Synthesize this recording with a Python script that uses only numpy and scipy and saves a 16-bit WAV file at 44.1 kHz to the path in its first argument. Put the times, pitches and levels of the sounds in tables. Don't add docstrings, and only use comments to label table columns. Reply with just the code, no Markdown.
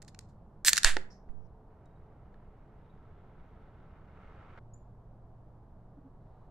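import sys
import numpy as np
from scipy import signal
from scipy.fft import rfft, irfft
from scipy.io import wavfile
from scipy.ndimage import uniform_filter1d

SR = 44100
rng = np.random.default_rng(int(sys.argv[2]) if len(sys.argv) > 2 else 0)


def master_out(mix):
    frames = np.transpose(np.atleast_2d(mix))
    ceiling = np.clip(frames, -1, 1)
    pcm = np.round(ceiling * 32767).astype(np.int16)
    wavfile.write(sys.argv[1], SR, pcm)


N = 286738
TIME = np.arange(N) / SR

# (frequency [Hz], gain [dB])
METAL_RADIATION = [(100, -28), (400, -22.5), (900, -13.5), (1500, -8), (3100, -13.5), (5000, -4),
                   (8000, -10.5), (11000, -21), (15000, -30.5)]
# (frequency [Hz], coherence [0-1])
CAN_COHERENCE = [(100, .995), (700, .985), (1500, .95), (4000, .86), (8000, .55), (15000, .3)]


def cracks():
    # (time [s], level [dB], decay [s])
    tears = [(.648, -34.5, 0.0013), (.6823, -21.5, 0.00086), (0.7319, -24, .0008), (.7592, -41, .001),
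             (0.7643, -44, .001), (0.7685, -32, .0015), (0.7779, -27.5, .0012), (.7826, -33, .002),
             (0.8327, -34, 0.00088), (0.8414, -40.5, .003), (0.8456, -19.5, .001)]
    small_hz, big_hz, big_db = 6000, 2500, -20
    out = np.zeros((2, N))
    for s, db, decay_s in tears:
        extent = amp(db - big_db)
        centre_hz = small_hz * (big_hz / small_hz) ** extent
        add(out, s, snap(db, centre_hz, decay_s, focus=1.3, hollow_db=-27 + 10 * np.log10(extent)))
    return out


def gas():
    # (frequency [Hz], gain [dB])
    slit_colour = [(200, -27.5), (900, -21.5), (1700, -3.5), (2500, -8.5), (5000, -0.5), (8500, -5.5),
                   (11000, -6.5), (15000, -10.5)]
    gust_colour = [(100, -12), (350, -16), (700, -6.5), (1100, -8.5), (1800, 2), (2300, -2.5), (4000, -4.5),
                   (6000, -10), (7700, -8.5), (10000, -13.5), (12500, -29), (15500, -37)]
    slit_s, gust_s = .648, .844
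    whistle_start_hz, whistle_end_hz, drain_s = 9100, 6850, .038
    out = np.zeros((2, N))
    t = TIME[TIME < .19]
    spit_level = amp(-23.5) * envelope(t, attack_s=.024, hold_s=.024, fall_db_per_s=1899.5)
    leak_level = amp(-43) * envelope(t, attack_s=.024, hold_s=.095, fall_db_per_s=500)
    spit = jet(spit_level, slit_colour, lid_share=.45, sputter_db=1.5, spray_db=-12.5)
    leak = jet(leak_level, slit_colour, lid_share=.45, sputter_db=1, spray_db=-12)
    slit = spit + signal.sosfilt(signal.butter(3, 9997, fs=SR, output="sos"), leak)
    whistle_hz = whistle_end_hz + (whistle_start_hz - whistle_end_hz) * np.exp(-t / drain_s)
    add(out, slit_s, slit + 1.5 * resonate(slit, whistle_hz, width_hz=600))
    gust_level = amp(-26.5) * envelope(TIME[TIME < .3], attack_s=.006, hold_s=.023, fall_db_per_s=305)
    gust = jet(gust_level, gust_colour, lid_share=.4, sputter_db=1.5, spray_db=-8)
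    add(out, gust_s, gust * amp([[-.5], [.5]]))
    return out


def jet(level, colour, lid_share, sputter_db, spray_db):
    # (frequency [Hz], bandwidth [Hz], lift [dB])
    hiss_peaks = [(1163, 18, 6.5), (1504, 18, 5), (1597, 18, 4.5), (1750, 40, 2.5), (2412, 19, 6),
                  (2720, 20, 6), (3727, 20, 6), (5480, 32, 4.5), (6440, 25, 5), (7058, 30, 5),
                  (7466, 30, 6), (7772, 40, 6), (8402, 35, 4.5), (11320, 25, 9)]
    size, drops_per_s = len(level), 900
    sputter = unit_rms(uniform_filter1d(rng.standard_normal(size), size=60))
    spray = rng.standard_normal(size) * (rng.random(size) < drops_per_s / SR)
    turbulence = noise_pair(size, CAN_COHERENCE, lead_s=.00002) * amp(sputter_db * sputter)
    flow = turbulence + amp(spray_db) * unit_rms(spray)

    def gain(hz):
        lid_peaks = lid_gain(hz) / amp(curve_at(METAL_RADIATION, hz))
        return amp(curve_at(colour, hz) + lift_db(hiss_peaks, hz)) * lid_peaks ** lid_share

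    return level * unit_rms(coloured(flow, gain))


def puffs(rise_s=.0096, leak_s=.03, swing=.52):
    # (time [s], left peak [dB], right peak [dB], sign [+1 or -1])
    pushes = [(.846, -22, -15.5, 1), (1.287, -60, -32, -1)]
    rise, leak = TIME[:SR] / rise_s, TIME[:SR] / leak_s
    pulse = rise ** 2 * np.exp(-rise) - swing * leak ** 2 * np.exp(-leak)
    out = np.zeros((2, N))
    for s, left_db, right_db, sign in pushes:
        add(out, s, sign * amp([[left_db], [right_db]]) * pulse / pulse.max())
    return out


def handling():
    # (time [s], level [dB], decay [s])
    picks = [(.019, -61, .002), (.024, -61.5, 0.0022), (.047, -72, .0016), (.078, -58.5, 0.007),
             (.1903, -52.5, 0.00104), (.207, -72, .004), (.284, -79, .016), (1.856, -83.5, .003)]
    # (time [s], level [dB], centre [Hz], cavity gain [dB])
    knocks = [(0.1465, -62, 2090, -28), (.9676, -34.5, 850, 0.5), (1.289, -74, 300, 4),
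              (2.342, -72.5, 480, -30)]
    out = np.zeros((2, N))
    for s, db, decay_s in picks:
        add(out, s, snap(db, centre_hz=4430, decay_s=decay_s, focus=2, hollow_db=-34))
    for s, db, centre_hz, hollow_db in knocks:
        add(out, s, snap(db, centre_hz, decay_s=.0015, focus=2.6, hollow_db=hollow_db))
    ping_s, ping_hz, width_hz = 1.1, 5370, 900
    ping = resonate(resonate(burst(decay_s=.033), ping_hz, width_hz), ping_hz, width_hz)
    add(out, ping_s, amp(-66) * ping / ping[:, :1024].std())
    return out


def snap(db, centre_hz, decay_s, focus, hollow_db):
    # (frequency [Hz], level [dB], t60 [s])
    cavity_modes = [(355, 1, 0.034), (378, -9, 0.19), (472, -0.5, .04), (532.8, -11, 0.13), (710, 4, .03),
                    (860, 4, .025)]
    t = TIME[:16384]
    knock = sum(amp(level - 60 * t / t60) * np.sin(2 * np.pi * hz * t) for hz, level, t60 in cavity_modes)
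    knock = signal.sosfilt(signal.butter(2, 290, "high", fs=SR, output="sos"), knock)

    def gain(hz):
        falloff_db = np.minimum(focus * np.log2((hz + 1) / centre_hz) ** 2, 50)
        return lid_gain(hz) * amp(-falloff_db)

    crack = coloured(burst(decay_s), gain)
    return amp(db) * (crack / crack[:, :1024].std() + amp(hollow_db) * knock)


def burst(decay_s, rise_share=.6, size=16384):
    age = TIME[:size] / decay_s
    spectrum = rfft(noise_pair(size, CAN_COHERENCE, lead_s=.00002) * np.exp(-age))
    whitened = irfft(spectrum / abs(spectrum).mean(0) ** .75, size)
    return whitened * np.exp(-age / 6) * (1 - np.exp(-age / rise_share))


def lid_gain(hz):
    # (frequency [Hz], bandwidth [Hz], gain [dB])
    modes = [(1450, 200, -3.5), (1780, 230, 2), (2639, 140, -8.5), (3680, 200, -6), (4246, 170, 0.5),
             (4914, 120, -4), (5250, 160, -6), (6920, 1100, -3.5), (7545, 970, -6), (8406, 250, -8),
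             (9800, 330, -8)]
    power = sum(amp(db) ** 2 / (1 + ((hz ** 2 - f ** 2) / (width * hz + 1)) ** 2) for f, width, db in modes)
    return np.sqrt(power + amp(curve_at(METAL_RADIATION, hz)) ** 2)


def rush(flutter_db=1.5):
    # (frequency [Hz], gain [dB])
    colour = [(150, 3.5), (450, 1.5), (900, 2.5), (1300, 2.5), (2200, -9.5), (3200, -17.5), (5000, -31.5),
              (8000, -40.5), (15000, -61.5)]
    # (frequency [Hz], bandwidth [Hz], lift [dB])
    peaks = [(529.5, 30, 4.5), (1323, 49, 6), (1513, 83, 3), (2143, 170, 4.5), (2470, 77, 1.5),
             (2860, 150, 3), (3800, 250, 2.5), (4450, 200, 2.5), (5600, 200, 4)]
    # (frequency [Hz], coherence [0-1])
    coherence = [(300, 0.98), (1400, 0.83), (3100, 0.48), (8000, 0.34)]
    start_s, full_s, surge_s, end_s = 1.7, 4.07, 4.574, 4.592
    grow_db_per_s, brighten_db_per_s = 3, 1.23
    t = TIME[TIME < end_s - start_s]
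    full = np.clip((start_s + t - full_s) / .18, 0, 1)
    surge = uniform_filter1d(1. * (start_s + t > surge_s), size=64)
    db = -74 + grow_db_per_s * t + 4.6 * full + 7 * surge
    flutter = amp(flutter_db * unit_rms(uniform_filter1d(rng.standard_normal(len(t)), size=200)))
    flow = noise_pair(len(t), coherence, lead_s=.000016) * flutter
    hush = unit_rms(coloured(flow, lambda hz: amp(curve_at(colour, hz) + lift_db(peaks, hz))))
    treble = signal.sosfilt(signal.butter(1, 1500, "high", fs=SR, output="sos"), hush)
    brightened = hush + (amp(.2 + brighten_db_per_s * t) - 1) * treble
    out = np.zeros((2, N))
    add(out, start_s, amp(db) * brightened * signal.windows.tukey(len(t), .0015))
    return out


def glugs():
    # (time [s], length [s], start pitch [Hz], end pitch [Hz], level [dB])
    notes = [(5.962, 0.045, 275, 287.4, -58), (6.022, 0.085, 274, 261.5, -58.5)]
    return glides(notes, overtone_db=-25)


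def birds(echo_db=-11):
    # (time [s], length [s], start pitch [Hz], end pitch [Hz], level [dB])
    chip = (4.732, 0.02, 6500, 7500, -63.5)
    # (time [s], level [dB])
    peeps = [(1.848, -87), (1.895, -94), (1.948, -93), (2.835, -93), (2.888, -86)]
    length_s, start_hz, end_hz = .029, 3850, 3776
    calls = glides([chip] + [(s, length_s, start_hz, end_hz, db) for s, db in peeps], overtone_db=-34)
    return calls + amp(echo_db) * porch(calls)


def porch(sound, first_echo_s=.004):
    # (frequency [Hz], t60 [s])
    decay_times = [(200, 0.52), (1000, .42), (2000, .37), (4000, 0.28), (8000, .26), (15000, 0.14)]
    # (frequency [Hz], gain [dB])
    colour = [(300, -2), (1800, 2.5), (7000, 2), (14000, -3)]
    echoes = rng.standard_normal((2, SR)) * (rng.random((2, SR)) < .12) * (TIME[:SR] > first_echo_s)
    hz, t, spectra = signal.stft(echoes, SR, nperseg=256)
    spectra *= amp(-60 * t / curve_at(decay_times, hz)[:, None] + curve_at(colour, hz)[:, None])
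    tail = signal.istft(spectra, SR, nperseg=256)[1]
    return signal.fftconvolve(sound, tail / np.linalg.norm(tail[0]), axes=1)[:, :N]


def motor(hum_hz=115.5, waver_hz=.99):
    start_s, attack_s, settle_s = 4.6, .015, .7
    start_db, run_db = -54.5, -64
    t = TIME[TIME < N / SR - start_s]
    db = run_db + (start_db - run_db) * np.exp(-t / settle_s)
    wander = unit_rms(sum(np.sin(2 * np.pi * (f * t + rng.random())) for f in np.geomspace(1, 12, 8)))
    hum = unit_rms(np.sin(2 * np.pi * np.cumsum(hum_hz + waver_hz * wander) / SR))
    out = np.zeros((2, N))
    add(out, start_s, amp(db) * np.minimum(t / attack_s, 1) * hum)
    return out


def yard():
    # (frequency [Hz], relative density [dB])
    colour = [(20, -2.5), (40, -3.5), (62, -8), (100, -9), (150, -9.5), (200, -14), (260, -20.5),
              (400, -21), (520, -23.5), (700, -21.5), (950, -25.5), (1400, -36.5), (2400, -54), (4200, -59),
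              (7000, -64), (16000, -68.5)]
    # (frequency [Hz], coherence [0-1])
    coherence = [(60, 0.99), (300, 0.99), (640, 0.94), (1400, 0.75), (3100, .5), (7000, .15),
                 (15000, 0.023)]
    # (start [s], end [s], frequency [Hz], bandwidth [Hz], level [dB])
    drones = [(0, .5, 101.7, 39.6, -59), (0.044, 1.25, 186.2, 50.05, -65), (1.0, 4.5, 436.8, 23.9, -72),
              (1.7, 4.6, 82.2, 50, -61.5), (2.75, 3.9, 3450, 800, -93.5), (6.2, 6.5, 3945, 803, -98.5),
              (6.25, 6.5, 778, 396, -69.5)]
    out = amp(-54) * unit_rms(coloured(noise_pair(N, coherence), lambda hz: amp(curve_at(colour, hz))))
    for start, end, hz, width, db in drones:
        size = round((end - start) * SR)
        band = resonate(resonate(rng.standard_normal((1, N)), hz, width), hz, width)
        add(out, start, amp(db) * unit_rms(band[:, -size:]) * signal.windows.tukey(size, .1))
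    return out


def glides(notes, overtone_db):
    out = np.zeros((2, N))
    for s, length, start_hz, end_hz, db in notes:
        hz = np.linspace(start_hz, end_hz, round(length * SR))
        phase = 2 * np.pi * np.cumsum(hz) / SR
        tone = np.sin(phase) + amp(overtone_db) * np.sin(2 * phase)
        add(out, s, amp(db) * unit_rms(tone * np.hanning(len(hz)) ** 1.5))
    return out


def noise_pair(size, coherence, lead_s=0):
    hz = np.fft.rfftfreq(size, 1 / SR)
    left, independent = rfft(rng.standard_normal((2, size)))
    same = np.clip(curve_at(coherence, hz), -1, 1)
    right = same * left + np.sqrt(1 - same ** 2) * independent
    return irfft([left, right * np.exp(2j * np.pi * hz * lead_s)], size)


def coloured(x, gain, size=8192):
    log_gain = np.log(gain(abs(np.fft.fftfreq(size, 1 / SR))) + 1e-6)
    taps = np.fft.ifft(np.exp(np.conj(signal.hilbert(log_gain)))).real[:size // 2]
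    taps = taps * np.hanning(size)[size // 2:]
    return signal.fftconvolve(x, taps[None], axes=1)[:, :x.shape[1]]


def resonate(x, hz, width_hz):
    carrier = np.exp(2j * np.pi * np.cumsum(hz * np.ones(x.shape[1])) / SR)
    pole = np.exp(-np.pi * width_hz / SR)
    return 2 * (carrier * signal.lfilter([1 - pole], [1, -pole], x / carrier)).real


def lift_db(peaks, hz):
    return sum(db / (1 + (2 * (hz - f) / width) ** 2) for f, width, db in peaks)


def envelope(t, attack_s, hold_s, fall_db_per_s):
    return np.minimum(t / attack_s, 1) * amp(-fall_db_per_s * np.maximum(t - attack_s - hold_s, 0))


def curve_at(points, hz):
    f, value = np.transpose(points)
    return np.interp(np.log(hz + 1), np.log(f), value)


def amp(db):
    return 10 ** (np.asarray(db) / 20)


def unit_rms(x):
    return x / np.sqrt(np.mean(x ** 2) + 1e-30)


def add(mix, s, sound):
    part = mix[:, max(round(s * SR), 0):][:, :sound.shape[-1]]
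    part += sound[..., :part.shape[1]]


def scene():
    can = (handling() + cracks() + gas()) * amp([[-1.1], [.9]])
    background = yard() + motor() + rush() + glugs() + birds()
    return can + amp(-18.5) * porch(can) + puffs() + background * amp([[-.5], [.5]])


def record(dry, ceiling=.82, cutoff_hz=15650):
    saturated = dry / (1 + (dry / ceiling) ** 6) ** (1 / 6)
    low_pass = signal.firwin(301, cutoff_hz, window=("kaiser", 8), fs=SR)
    return signal.oaconvolve(saturated, low_pass[None], "same")


dry = scene()
out = record(dry)
master_out(out)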